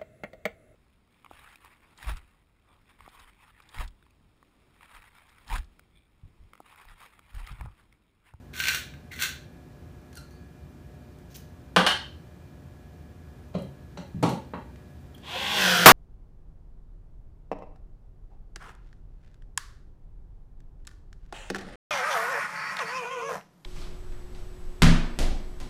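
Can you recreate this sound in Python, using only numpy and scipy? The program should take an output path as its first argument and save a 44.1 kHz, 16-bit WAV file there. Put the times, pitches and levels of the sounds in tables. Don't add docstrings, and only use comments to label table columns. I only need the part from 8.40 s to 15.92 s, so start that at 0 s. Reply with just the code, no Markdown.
import sys
import numpy as np
from scipy import signal
from scipy.fft import rfft, irfft, next_fast_len
from scipy.io import wavfile
from scipy.ndimage import uniform_filter1d, map_coordinates

SR = 44100
rng = np.random.default_rng(int(sys.argv[2]) if len(sys.argv) > 2 else 0)


def master(y):
    cut = np.clip(np.atleast_2d(y).T, -1, 1)
    pcm = np.round(cut * 32767)
    wavfile.write(sys.argv[1], SR, pcm.astype(np.int16))


N = 331632
TIME = np.arange(N) / SR
RING_TIME = TIME[:SR // 2]
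TEN_MS_GAIN = np.sqrt(SR / 100)

# shaft_multiple, free_gain_db, loaded_gain_db
GEAR_TONES = [(1, -14.5, -6.5), (2.87, -22, -15.5), (3.87, -38, -15), (4, -11.5, -14.5), (5, -23, -24),
              (7.9, -14, -13), (8.2, -27, -10), (8.55, -29, -8.5), (8.9, -21, -13), (13.5, -14, -17),
              (17, -27, -26), (18, -23, -23)]
# freq_hz, gain_db
FREE_GRIND_SPECTRUM = [(88, -36), (150, -16), (193, -15), (450, -15.5), (505, -12.5), (742, -15), (802, 2),
                       (900, -6), (1070, 0), (1270, -19), (1570, -10), (1730, -11), (3340, -1),
                       (4910, -17.5), (15000, -35)]
LOADED_GRIND_SPECTRUM = [(88, -34), (150, -17.5), (182, -7), (234, -28), (310, -20), (420, -17.5),
                         (515, -10.5), (567, -14), (991, -17), (1540, -9.5), (2270, -16), (3270, -11),
                         (3750, -16), (5400, -17.5), (7210, -25.5), (15000, -33)]
TRIGGER_S, SPIN_UP_S, GRIP_S, GRIP_SPREAD_S = 6.782, 0.085, 7.183, 0.027
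FREE_SHAFT_HZ, GRIP_SAG_HZ, STRETCH_SAG_HZ_PER_S = 211.7, 23.54, 54
MOTOR_GAIN_DB, LOAD_GAIN_DB, YIELD_DB_PER_S = -27.2, 6, -6
WAVER_DB, WAVER_RAD = 2.0, 0.24


def motor():
    shaft_hz, load, amplitude = pull()
    shaft_rad = 2 * np.pi * np.cumsum(shaft_hz * (1 + 0.00713 * walk(60))) / SR
    bunching = 1 + 0.33 * np.cos(shaft_rad)
    teeth = unit_rms(grains(per_s=5000, spread_db=2.5) * bunching) + tooth_errors(shaft_rad)
    running = TIME > TRIGGER_S
    free = colour(teeth, FREE_GRIND_SPECTRUM)
    loaded = colour(teeth, LOADED_GRIND_SPECTRUM)
    grind = np.sqrt(1 - load) * free / np.std(free[running])
    grind += np.sqrt(load) * loaded / np.std(loaded[running])
    whine = 0
    for multiple, free_db, loaded_db in GEAR_TONES:
        waver = multiple ** 0.35
        gain_db = free_db + load * (loaded_db - free_db) + WAVER_DB * waver * walk(70)
        phase_rad = multiple * shaft_rad + WAVER_RAD * waver * walk(120)
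        whine += np.sqrt(2) * undb(gain_db) * np.sin(phase_rad)
    return amplitude * (undb(-2.5) * grind + undb(-6.5) * whine)


def pull():
    spin = 1 - np.exp(-np.maximum(TIME - TRIGGER_S, 0) / SPIN_UP_S)
    load = (1 + np.tanh((TIME - GRIP_S) / (2 * GRIP_SPREAD_S))) / 2
    stretch_s = np.maximum(TIME - GRIP_S, 0)
    shaft_hz = FREE_SHAFT_HZ * spin - GRIP_SAG_HZ * load - STRETCH_SAG_HZ_PER_S * stretch_s
    amplitude = spin ** 4.02 * undb(MOTOR_GAIN_DB + LOAD_GAIN_DB * load + YIELD_DB_PER_S * stretch_s)
    return shaft_hz, load, amplitude


def tooth_errors(shaft_rad, flaws=800, turns_per_round=3.5):
    place = shaft_rad / (2 * np.pi * turns_per_round) * flaws
    return map_coordinates(rng.standard_normal(flaws), [place % flaws], order=3, mode="grid-wrap")


# freq_hz, gain_db
SNAP_SPECTRUM = [(65, -40), (95, -26), (120, -5.5), (494, -8.5), (582, -9), (645, 2), (686, -12), (745, 1),
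                 (809, -5.5), (1170, 1), (2130, -8.5), (6070, -18), (8970, -20), (15000, -22.5)]
# pitch_hz, gain_db, t60_s
RECOIL_MODES = [(132, -16, 0.45), (249, -2, 0.45), (503, 1, 0.078), (880, -8, 0.085), (1176, 3.5, 0.075),
                (1327, -2, 0.11), (1590, -14, 0.12), (1580, -7, .25), (11670, 0, 0.054)]
SNAP_S, SNAP_DB = 7.459, 2.5


def snap():
    out = np.zeros(N)
    burst = blow(SNAP_SPECTRUM, RECOIL_MODES, SNAP_DB, tilt_db=0, t60_s=0.05, ring_db=-8, crack=0.46)
    add(out, SNAP_S, burst)
    return out


# start_s, level_db, tilt_db_per_octave
MANDREL_HITS = [(0.137, -43.5, -6), (0.193, -37, 11), (0.201, -27, -0.5), (0.238, -30, 2), (0.255, -29, 0),
                (0.271, -26.5, 0), (0.284, -22.5, 2.5), (0.289, -25, 0.5), (0.347, -29, 5.5),
                (0.538, -51.5, -6), (0.717, -49, -9), (0.791, -37.5, -6), (0.823, -27.5, 6.5)]
# freq_hz, gain_db
WALL_SPECTRUM = [(1000, -20.5), (1250, -7), (1550, -6.5), (1900, -1.5), (2400, 5), (3200, -5), (4300, -2),
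                 (5000, -12), (6000, -10), (10000, -20.5), (14000, -29.5)]
SLIDE_SPECTRUM = [(240, -66), (400, -30), (567, -24.5), (701, -26), (1040, -18), (1330, -10), (1520, 0),
                  (1740, -7.5), (2390, -14.5), (3290, -10), (4390, -12.5), (5030, -28), (5510, -14.5),
                  (10400, -24), (13000, -24.5), (15000, -22)]
# pitch_hz, gain_db, t60_s
WALL_MODES = [(1450, -7, 0.21), (1562, 5, 0.11), (2076, -7, 0.07), (2390, -6, .09), (2830, -4, 0.078),
              (3950, -14, 0.17), (4250, -9, .17), (5700, -12, .1), (14700, -15, .06)]


def catch_cup():
    skitter = grains(per_s=1900, spread_db=3.0)
    wall = unit_rms(signal.fftconvolve(skitter, ring(WALL_MODES))[:N])
    scrape = unit_rms(colour(skitter, SLIDE_SPECTRUM))
    out = unit_rms(scrape + undb(-9) * wall) * slide_envelope() * undb(-6.5)
    for start_s, level_db, tilt_db in MANDREL_HITS:
        hit = blow(WALL_SPECTRUM, WALL_MODES, level_db, tilt_db, t60_s=0.022, ring_db=-2, crack=0.32)
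        add(out, start_s, hit)
    return out


# creep_s, rush_s, rest_s, rush_gain_db
TOOL_TIPS = [(0.136, 0.168, 0.36, -34), (0.718, 0.819, 0.84, -23)]
CREEP_GAIN_DB, CREEP_ATTACK_S, RUSH_ATTACK_S, SWELL_DB_PER_S = -41.5, 0.0053, 0.031, 33.5


def slide_envelope():
    power = np.zeros(N)
    for creep_s, rush_s, rest_s, rush_gain_db in TOOL_TIPS:
        stages = (creep_s, CREEP_ATTACK_S, CREEP_GAIN_DB), (rush_s, RUSH_ATTACK_S, rush_gain_db)
        for start_s, attack_s, gain_db in stages:
            swell_db = SWELL_DB_PER_S * (np.clip(TIME, start_s, rest_s) - start_s)
            power += (undb(gain_db + swell_db) * held(start_s, rest_s, attack_s, t60_s=0.19)) ** 2
    return np.sqrt(power)


# start_s, level_db, tilt_db_per_octave, pin_ring_db, surface_ring_db
PIN_LANDINGS = [(3.3624, -16, 2, -15, -9), (3.367, -13.5, -2.5, -25, 1.5), (3.465, -16.5, 3, -3.5, -23),
                (3.472, -21.5, 3, -6, -12)]
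# freq_hz, gain_db
LANDING_SPECTRUM = [(76, -53), (130, -28), (190, 0), (250, -4), (320, -11), (440, -13), (520, -3.5),
                    (718, -4.5), (893, -2.5), (1130, -6), (1590, -3.5), (2060, -11.5), (2660, -10.5),
                    (2940, -8), (3810, -14), (6000, -25.5), (7200, -32.5), (9310, -31), (15000, -53)]
# pitch_hz, gain_db, t60_s
STEEL_PIN_MODES = [(2872, 9, .09), (2890, -10, 0.19), (3006, -3, 0.27), (3100, 3, 0.2), (3250, -19.5, 0.08),
                   (4270, -7.5, 0.3), (4360, -4, 0.28), (4430, -6, 0.202), (6270, -31, .1)]
LANDING_MODES = [(178, -3, 0.19), (289.4, -7.5, 0.14), (443, -9.5, 0.115), (521, -1.5, 0.117),
                 (773, 0, 0.15), (890, -13, 0.12), (1035, -5, 0.1), (1175, 4.5, 0.055), (1306, -3.5, 0.13),
                 (1458, -5, .1), (1548, -3, 0.17)]


def pin():
    out = np.zeros(N)
    for start_s, level_db, tilt_db, pin_db, surface_db in PIN_LANDINGS:
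        clank = blow(LANDING_SPECTRUM, STEEL_PIN_MODES, 0, tilt_db,
                     t60_s=0.049, ring_db=pin_db, crack=0.44)
        landing = unit_energy(clank) + undb(surface_db) * ring(LANDING_MODES)
        add(out, start_s, at_level(landing, level_db))
    return out


# start_s, level_db, tilt_db_per_octave, cutoff_hz, table_ring_db, frame_ring_db
NOSE_KNOCKS = [(5.141, -41, 2.5, 6000, -1, -14), (5.149, -24.5, -0.5, 9000, 6, -22),
               (5.183, -47, 4.5, 11100, 4, -6), (5.572, -33.5, 5.5, 5460, 3, -17),
               (5.744, -28.5, -1, 201, 10, -45), (5.773, -32, -5, 170, 2, -40),
               (5.826, -21, 2, 10400, -15, -32), (5.834, -17, 1, 4040, -8.5, -40),
               (5.889, -34, 3.5, 11900, -10, -13), (5.922, -28.5, 1, 1100, -8, -40),
               (6.135, -31, 3, 2200, -11, -27)]
# freq_hz, gain_db
THUD_SPECTRUM = [(47, -44), (80, -20), (130, -3.5), (188, 3), (339, -8.5), (538, -4.5), (655, -12),
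                 (833, -10), (1870, -28), (2780, -30.5), (3540, -34), (4310, -29.5), (4910, -41),
                 (5850, -37.5), (15000, -47.5)]
# pitch_hz, gain_db, t60_s
PLASTIC_TABLE_MODES = [(133.3, 0, 0.43), (167, -3.5, 0.22), (187.5, 1, 0.19), (268.7, -6, 0.27),
                       (385, -9, 0.11), (556, -2.5, 0.08), (604, -8.5, 0.12), (830, -20, 0.16)]
ALUMINIUM_MODES = [(1390, 0, 0.087), (2040, -0.5, 0.043), (2370, 2, 0.023), (2680, -3, 0.027),
                   (2884, -3, .06), (3190, 0, 0.038), (3930, 0.5, 0.07), (4100, -3, 0.075),
                   (4530, -9, 0.056), (5500, -21, .05)]
KNOCK_ATTACK_S = 0.0034


def knocks():
    out = np.zeros(N)
    attack = np.clip(RING_TIME / KNOCK_ATTACK_S, 0, 1)
    for start_s, level_db, tilt_db, cutoff_hz, table_db, frame_db in NOSE_KNOCKS:
        thud = blow(THUD_SPECTRUM, PLASTIC_TABLE_MODES, 0, tilt_db,
                    t60_s=0.052, ring_db=table_db, crack=0.46)
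        thud = signal.sosfilt(signal.butter(3, cutoff_hz, fs=SR, output="sos"), thud)
        knock = unit_energy(thud) + undb(frame_db) * ring(ALUMINIUM_MODES)
        add(out, start_s, at_level(attack * knock, level_db))
    return out


# start_s, start_hz, end_hz, length_s, level_db, overtones_db
GLIDES = [(0.71, 2240, 1960, 0.036, -45, -33), (1.763, 1565, 1323, 0.032, -50, -1.5),
          (6.745, 3020, 3010, 0.011, -54.5, -23), (6.956, 473, 562, 0.021, -37.5, -24)]
# multiple, gain_db
GLIDE_OVERTONES = [(2, -10), (3, 0), (4, -8), (5, -21), (6, -13)]


def squeaks_and_groan():
    out = np.zeros(N)
    for start_s, start_hz, end_hz, length_s, level_db, overtones_db in GLIDES:
        progress = np.linspace(0, 1, int(length_s * SR))
        glide_hz = start_hz + (end_hz - start_hz) * np.sqrt(progress)
        jitter = 1 + 0.045 * walk(550)[:len(progress)]
        phase_rad = 2 * np.pi * np.cumsum(glide_hz * jitter) / SR
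        overtones = sum(undb(overtones_db + db) * np.sin(k * phase_rad) for k, db in GLIDE_OVERTONES)
        envelope = np.sqrt(progress * (1 - progress))
        add(out, start_s, undb(level_db) * unit_rms((np.sin(phase_rad) + overtones) * envelope))
    return out


# start_s, level_db, tilt_db_per_octave, ring_db
RIVET_TICKS = [(1.729, -57, -4, -3), (1.754, -53, 2, -20), (1.772, -49.5, 1, -19), (1.907, -60.5, -3, 10),
               (2.787, -66, -2, -12), (2.966, -45, 17, -29), (5.222, -59, 7, -19), (6.359, -58.5, -10, -23),
               (6.748, -55, 20, -16), (6.781, -60, -3, -10)]
# freq_hz, gain_db
TICK_SPECTRUM = [(900, -13), (1500, 1), (2400, 0), (4200, 0), (6500, 1), (10000, 1), (14500, -8.5)]
# pitch_hz, gain_db, t60_s
TICK_MODES = [(4230, -2, 0.42), (4570, -2, 0.45), (5940, -2.5, .23), (6470, -4, 0.71), (9600, -8, .2),
              (13430, -10, 0.13)]


def ticks():
    out = np.zeros(N)
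    for start_s, level_db, tilt_db, ring_db in RIVET_TICKS:
        tick = blow(TICK_SPECTRUM, TICK_MODES, level_db, tilt_db, t60_s=0.02, ring_db=ring_db, crack=0.4)
        add(out, start_s, tick)
    return out


# start_s, length_s, level_db
FEED_PUSHES = [(2.905, 0.03, -62.5), (2.949, 0.014, -47.5)]
# freq_hz, gain_db
FEED_SPECTRUM = [(1500, -4.5), (2500, 0.5), (4300, 0), (6200, 3), (7500, -4), (11000, -11), (14000, -6)]


def feed_rivet():
    push = sum(undb(level_db) * held(start_s, start_s + length_s, attack_s=0.007, t60_s=0.025)
               for start_s, length_s, level_db in FEED_PUSHES)
    return unit_rms(colour(grains(per_s=2400, spread_db=1), FEED_SPECTRUM)) * push


# freq_hz, t60_s
GARAGE_DECAY = [(100, 0.3), (260, 0.39), (700, 0.31), (1840, 0.38), (4850, 0.4), (12800, 0.23)]
REFLECTION_ONSET_S = 0.0024


def garage(x, wet_db):
    t = RING_TIME
    noise = rfft(rng.standard_normal(len(t)))
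    octave = np.log2(np.clip(np.fft.rfftfreq(len(t), 1 / SR), 64, 16384))
    tail = 0
    for centre in range(6, 15):
        band = irfft(noise * np.maximum(1 - abs(octave - centre), 0), len(t))
        tail += band * undb(-60 * t / on_log(2. ** centre, GARAGE_DECAY))
    response = undb(wet_db) * unit_energy(tail * np.clip(t / REFLECTION_ONSET_S, 0, 1))
    response[0] += 1
    return signal.fftconvolve(x, flatten(response) * np.linalg.norm(response))[:N]


# freq_hz, gain_db
RUMBLE_SPECTRUM = [(18, -38), (30, -26), (65, 0), (107, -8), (139, -3.5), (211, -14), (240, -9.5),
                   (328, -16.5), (597, -23.5), (645, -27.5), (735, -25.5), (1030, -29.5), (1730, -32),
                   (2130, -36.5), (15000, -51.5)]
# pitch_hz, gain_db
HUM_TONES = [(80.7, -52.5), (145.3, -63), (177.6, -61.5), (242.2, -64), (360.7, -62.5), (602.9, -65.5),
             (721.4, -67), (1680, -69.5), (2401, -75)]
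RUMBLE_DB, HUM_TRIM_DB = -47.5, -2.5


def background():
    rumble = unit_rms(colour(rng.standard_normal(N), RUMBLE_SPECTRUM))
    rumble *= undb(RUMBLE_DB + 0.2 * walk(2.67))
    hum = 0
    for pitch_hz, gain_db in HUM_TONES:
        amplitude = np.sqrt(2) * undb(gain_db + HUM_TRIM_DB + 1.2 * walk(7))
        hum += amplitude * np.sin(2 * np.pi * pitch_hz * TIME + 0.85 * walk(14))
    return rumble + hum


def blow(spectrum, modes, level_db, tilt_db, t60_s, ring_db, crack):
    force = unit_energy(rng.standard_normal(len(RING_TIME)) * undb(-60 * RING_TIME / t60_s))
    force[0] += crack
    contact = unit_energy(colour(flatten(force), spectrum, tilt_db))
    return at_level(contact + undb(ring_db) * ring(modes), level_db)


def ring(modes):
    out = 0
    for pitch_hz, gain_db, t60_s in modes:
        strike = undb(gain_db + 0.5 * rng.standard_normal()) * rng.choice([-1, 1])
        mode = np.sin(2 * np.pi * pitch_hz * RING_TIME) * undb(-60 * RING_TIME / t60_s)
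        out += strike * unit_energy(mode)
    return unit_energy(out)


def grains(per_s, spread_db):
    size = undb(spread_db * np.minimum(rng.exponential(size=N), 4)) * rng.choice([-1, 1], N)
    return unit_rms(size * (rng.random(N) < per_s / SR))


def colour(x, spectrum, tilt_db=0):
    size = next_fast_len(len(x) + 8192) * 2
    hz = np.maximum(np.fft.rfftfreq(size, 1 / SR), 10)
    lowest_hz = spectrum[0][0]
    db = on_log(hz, spectrum) + tilt_db * np.log2(np.maximum(hz, 2 * lowest_hz))
    db += 24 * np.minimum(np.log2(hz / lowest_hz), 0)
    cepstrum = irfft(np.log(undb(db - db.max())))
    cepstrum[1:size // 2] *= 2
    cepstrum[size // 2 + 1:] = 0
    return irfft(rfft(x, size) * np.exp(rfft(cepstrum)))[:len(x)]


def flatten(x):
    spectrum = rfft(x, 2 * len(x))
    power = uniform_filter1d(abs(spectrum) ** 2, size=40)
    return unit_energy(irfft(spectrum / np.sqrt(power + .02 * power.mean()))[:len(x)])


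def held(start_s, end_s, attack_s, t60_s):
    attack = np.clip(1 + (TIME - start_s) / attack_s, 0, 1)
    return attack * undb(-60 * np.maximum(TIME - end_s, 0) / t60_s)


def walk(rate_hz):
    step = int(SR / rate_hz)
    return 1.3 * uniform_filter1d(np.repeat(rng.standard_normal(N // step + 1), step), step)[:N]


def on_log(hz, points):
    freq_hz, value = np.transpose(points)
    return np.interp(np.log(hz), np.log(freq_hz), value)


def add(out, start_s, x):
    i = int(start_s * SR)
    out[i:i + len(x)] += x[:N - i]


def at_level(x, level_db):
    return undb(level_db) * TEN_MS_GAIN * unit_energy(x)


def undb(db):
    return 10 ** (np.asarray(db) / 20)


def unit_rms(x):
    return x / np.sqrt(np.mean(x ** 2))


def unit_energy(x):
    return x / np.sqrt(np.sum(x ** 2))


def scene():
    in_hand = catch_cup() + ticks() + squeaks_and_groan() + feed_rivet() + motor()
    struck = pin() + knocks() + snap()
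    return (garage(in_hand, wet_db=-3.5) + garage(struck, wet_db=1.0) + background())[None]


PORT_HZ, PORT_WIDTH_HZ, PORT_DB, TOP_HZ = 14520, 1100, 5.5, 15050


def record(dry):
    port = signal.lfilter(*signal.iirpeak(PORT_HZ, PORT_HZ / PORT_WIDTH_HZ, fs=SR), dry)
    heard = dry + (undb(PORT_DB) - 1) * port
    clipped = heard / (1 + heard ** 8) ** (1 / 8)
    return signal.sosfilt(signal.ellip(10, .2, 70, TOP_HZ, fs=SR, output="sos"), clipped)


dry = scene()
out = record(dry)
master(out)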